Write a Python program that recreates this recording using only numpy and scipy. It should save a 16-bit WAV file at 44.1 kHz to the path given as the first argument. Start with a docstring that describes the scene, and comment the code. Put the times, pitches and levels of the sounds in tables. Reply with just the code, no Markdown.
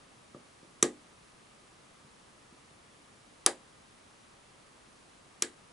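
"""In a small, quiet workshop, a revolver hammer is thumbed slowly back over a bench.
The lockwork drops into three catches; each impact excites the normal modes of the steel and of the
hand-held frame for a few milliseconds. Before and between the catches the thumb bumps the gun softly.
The room answers with early echoes, a short diffuse tail and standing waves, over steady air and hiss."""
import sys
import numpy as np
from scipy import signal
from scipy.fft import rfft, irfft
from scipy.io import wavfile

SR = 44100
rng = np.random.default_rng(int(sys.argv[2]) if len(sys.argv) > 2 else 0)


def unload_wav(signal):
    """Save mono or channel-first audio to the path in sys.argv[1] as 16-bit WAV at rate SR, clipped to [-1, 1]."""
    wavfile.write(
        sys.argv[1],
        SR,
        np.round(np.clip(np.atleast_2d(signal).T, -1, 1) * 32767).astype(np.int16),
    )


N = 252296
RING_S = np.arange(SR // 2) / SR  # time axis of one impulse response
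LEFT_RIGHT = np.array([[1], [-1]])  # sign of the side signal in each channel
# normal modes of the hand-held frame: (frequency [Hz], time to peak [s], level [dB])
FRAME_MODES = [(143.9, .0037, -38.8), (239.7, .0019, -30), (380.9, .0022, -17.5), (552, .0033, -29.5),
               (782, .0019, -35), (1075, .003, -38), (1223, .0029, -20), (1640, .0022, -33),
               (1920, .0016, -25)]


def undb(db):
    """Amplitude ratio of a level in decibels."""
    return 10 ** (np.asarray(db) / 20)


def along(hz, points, values):
    """Linear interpolation on a logarithmic frequency axis."""
    return np.interp(np.log(np.maximum(hz, 1)), np.log(points), values)


def colour(x, spectrum):
    """Spectral shaping by a table of (frequency [Hz], gain [dB])."""
    hz = np.fft.rfftfreq(x.shape[-1], 1 / SR)
    return irfft(rfft(x) * undb(along(hz, *np.transpose(spectrum))), x.shape[-1])


def roll_off(x, cutoff_hz, kind="low", order=1):
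    """Butterworth filtering: 6 dB per octave for each order beyond the cut-off."""
    return signal.sosfilt(signal.butter(order, cutoff_hz, kind, fs=SR, output="sos"), x)


def add(track, time_s, sound):
    """Superposition: a sound joins the track at its onset time."""
    start = int(time_s * SR)
    part = sound[:N - start]
    track[start:start + len(part)] += part


def air(mid_rms_db=-59.72):
    """Stationary noise of room air and microphone hiss; the bass is nearly coherent in both channels."""
    # spectrum of air and hiss: (frequency [Hz], relative spectral density [dB])
    noise_spectrum = [(10, -15.5), (25, -7.5), (60, -4.5), (135, -1.5), (250, -2.5), (450, -6), (850, -8.5),
                      (1100, -7), (1220, -6), (1400, -10.5), (2000, -12), (4000, -15.5), (8500, -18.5),
                      (9600, -17), (11000, -22.5)]
    # stereo width: (frequency [Hz], side minus mid level [dB])
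    side_spectrum = [(60, -11.5), (110, -12), (200, -7), (380, -2), (700, 1), (1290, -1), (2380, -1),
                     (4400, -4.5), (8120, -8), (15000, -7)]
    mid, side = (colour(rng.standard_normal(N), noise_spectrum) for _ in range(2))
    side = colour(side, side_spectrum)
    return (mid + LEFT_RIGHT * side) * undb(mid_rms_db) / mid.std()


def swell(peak_s, lag_s):
    """Transient envelope: vibration builds while the parts chatter and is damped as they seat."""
    age = np.maximum(RING_S - lag_s, 0) / peak_s
    return np.sqrt(age) * np.exp((1 - age ** 2) / 4)


def ring(modes, place, tilt_db, contact=np.ones_like, lag_cycles=0.54, node_db=-17):
    """Modal superposition: mode n spans n half-waves and is driven as much as it swings where struck."""
    middle_octave = np.log2(np.array(modes)[:, 0]).mean()
    sound = 0
    for n, (hz, peak_s, db) in enumerate(modes, 1):
        swing = np.hypot(np.sin(np.pi * n * place), undb(node_db))  # even a node takes a little
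        force = undb(tilt_db * (np.log2(hz) - middle_octave)) * contact(hz)
        # neighbouring modes swing in opposite senses, and the low ones start last
        wave = (-1) ** (n - 1) * swell(peak_s, lag_cycles / hz) * np.sin(2 * np.pi * hz * RING_S)
        sound = sound + undb(db) * swing * force * wave
    return sound


def thumb(place=.345, tilt_db=-5.9):
    """Compliant contact: flesh pushes slowly, so frame modes above the cut-off are barely excited."""
    # bumps of thumb and hand: (time [s], level [dB], contact cut-off [Hz])
    bumps = [(0.3452, -21.2, 2400), (0.628, -29.7, 520), (2.044, -20.5, 115), (2.523, -30, 263),
             (2.71, -27.5, 169), (3.097, -32.5, 220)]
    track = np.zeros(N)
    for time_s, db, cutoff_hz in bumps:
        flesh = lambda hz: 1 / np.hypot(1, np.square(hz / cutoff_hz))
        add(track, time_s, undb(db) * ring(FRAME_MODES, place, tilt_db, flesh))
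    return track


def diffuse_tail():
    """Reverberation: overlapping bands of noise decay exponentially, each at its own rate."""
    # scattered reflections: (frequency [Hz], level against the direct sound [dB], 60 dB decay time [s])
    reverb_bands = [(100.7, -17, .3), (349.5, -7.5, .3), (700, 6.5, .19), (1200, -11, 0.15),
                    (1679, 0, 0.155), (2490, -12.5, 0.1776), (3300, -11, .18), (4500, -10, 0.16),
                    (5856, -19, .17), (7760, -8, .16), (9805, -14, 0.19), (11000, -21.5, 0.17)]
    centres_hz, levels_db, t60s = np.transpose(reverb_bands)
    hz = np.fft.rfftfreq(len(RING_S), 1 / SR)
    noise = rfft(rng.standard_normal(len(RING_S)))
    tail = 0
    for band, db, t60 in zip(np.eye(len(centres_hz)), levels_db, t60s):
        band_noise = irfft(noise * along(hz, centres_hz, band), len(RING_S))
        fade = np.exp(-np.log(1000) * RING_S / t60)
        tail = tail + undb(db) * band_noise * fade / np.linalg.norm(fade)
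    return tail


def workshop(sound, build_s=0.0013, side_db=-6, side_low_hz=550):
    """Convolution with a room impulse response: diffuse tail, early echoes and standing waves."""
    # nearest surfaces: (delay [s], gain [dB], left minus right level [dB], treble cut-off [Hz])
    echoes = [(.0021, -14.5, 6.5, 6000), (0.0137, -23, -6, 3980), (0.02, -14, 1, 900)]
    # standing waves: (frequency [Hz], 60 dB decay time [s], gain at resonance [dB])
    room_modes = [(138.2, .3, -2.5), (221.6, .28, 4), (252.2, 0.29, 8.5), (299.6, 0.32, 5), (352, 0.22, 7),
                  (442, 0.13, -11), (415, 0.06, -3), (571.5, 0.2246, 6), (616, 0.33, 3), (735, 0.15, 5),
                  (820, .18, 7.5)]
    side = roll_off(diffuse_tail(), side_low_hz, "high")  # long waves reach both sides alike
    build = 1 - np.exp(-RING_S / build_s)
    response = (diffuse_tail() + undb(side_db) * LEFT_RIGHT * side) * build
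    for delay_s, db, pan_db, cutoff_hz in echoes:
        echo = signal.unit_impulse(len(RING_S), int(delay_s * SR))
        response += undb(db + LEFT_RIGHT * pan_db / 2) * roll_off(echo, cutoff_hz)
    for hz, t60, db in room_modes:
        fade = np.exp(-np.log(1000) * RING_S / t60) * build
        response += undb(db) * 2 * fade / fade.sum() * np.cos(2 * np.pi * hz * RING_S)
    return signal.fftconvolve(sound[None], response, axes=1)[:, :N]


def radiate(x, low_hz):
    """Radiation efficiency: small parts shed long waves poorly, a steep high-pass."""
    return roll_off(x, low_hz, "high", order=4)


def lockwork(tooth_width_hz=85, crack_s=0.0011, crack_low_hz=3000, ring_low_hz=105):
    """Impact excitation: each catch gives modal ringing, contact cracks and a snap sent to the walls."""
    # the three catches; place is the struck point along a part, tilt the brightness of the blow:
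    # (time [s], frame place [0-1], frame level [dB], frame tilt [dB/octave],
    #  steel place [0-1], steel level [dB], steel tilt [dB/octave], tooth resonance [Hz], tooth lift [dB],
    #  crack level [dB], rebound delay [s], rebound gain [dB], snap level [dB], snap low cut-off [Hz])
    catches = [(0.8262, .258, .5, -1, .378, .7, 1, 5930, 12, -12, .0043, -1, 8.5, 1600),
               (3.4621, .12, -5, 5.4, .096, 4.2, .8, 4880, 9, -18, .0009, -8.5, 9.7, 700),
               (5.4220, .235, -14.6, -.6, .458, -2.7, -2.6, 5640, 7.5, -12.3, .0019, -3, 5.5, 1400)]
    # normal modes of the steel lockwork: (frequency [Hz], time to peak [s], level [dB])
    steel_modes = [(2307, .00069, -29.5), (2758, .0012, -26.5), (3190, .0014, -35), (3780, .00106, -25.5),
                   (4880, .00095, -29), (5640, .0016, -24), (5930, .0016, -24), (6260, .00037, -14.5),
                   (6663, .0017, -20.5), (7190, .0013, -19.5), (7560, .0017, -16), (7937, .0016, -21.5),
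                   (9550, .00072, -10.5), (10680, .00077, -18.5), (13310, .0004, -7)]
    ringing, cracks, snaps = np.zeros((3, N))
    for (time_s, frame_place, frame_db, frame_tilt, steel_place, steel_db, steel_tilt,
         tooth_hz, tooth_db, crack_db, rebound_s, rebound_db, snap_db, snap_low_hz) in catches:
        # the resonance of each notch's tooth lifts the steel modes near it
        tooth = lambda hz: 1 + (undb(tooth_db) - 1) / (1 + np.square((hz - tooth_hz) / tooth_width_hz))
        add(ringing, time_s, undb(frame_db) * ring(FRAME_MODES, frame_place, frame_tilt))
        # the steel ring is added in opposite polarity, keeping the click full around 2-3 kHz
        add(ringing, time_s, -undb(steel_db) * ring(steel_modes, steel_place, steel_tilt, tooth))
        for delay_s, contact_db in [(0, 0), (rebound_s, rebound_db)]:
            grit = rng.standard_normal(len(RING_S)) * np.exp(-RING_S / crack_s)
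            add(cracks, time_s + delay_s, undb(crack_db + contact_db) * grit)
        # summed over all directions, the blow has a flat spectrum above its cut-off
        add(snaps, time_s, undb(snap_db) * radiate(signal.unit_impulse(len(RING_S)), snap_low_hz))
    return radiate(ringing, ring_low_hz), radiate(cracks, crack_low_hz), snaps


def scene(beam_hz=5000):
    """Direct and reverberant fields add: gun and hand close by, the room behind them."""
    ringing, cracks, snaps = lockwork()
    body = ringing + thumb()
    # directivity: high modes radiate in narrow beams, so less of them reaches the walls
    spread = roll_off(body, beam_hz)
    # ring and snap leave in different directions and scatter along their own paths
    return body + cracks + workshop(spread) + workshop(snaps) + air()


def record(dry, band_hz=11050, top_hz=16300, leak_db=-36):
    """Band limiting: a little treble leaks past the band edge, and a second low-pass cuts it off."""
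    band = signal.ellip(12, .2, 70, band_hz, fs=SR, output="sos")
    top = signal.ellip(8, .2, 70, top_hz, fs=SR, output="sos")
    return signal.sosfilt(top, signal.sosfilt(band, dry) + undb(leak_db) * dry)


dry = scene()
out = record(dry)
unload_wav(out)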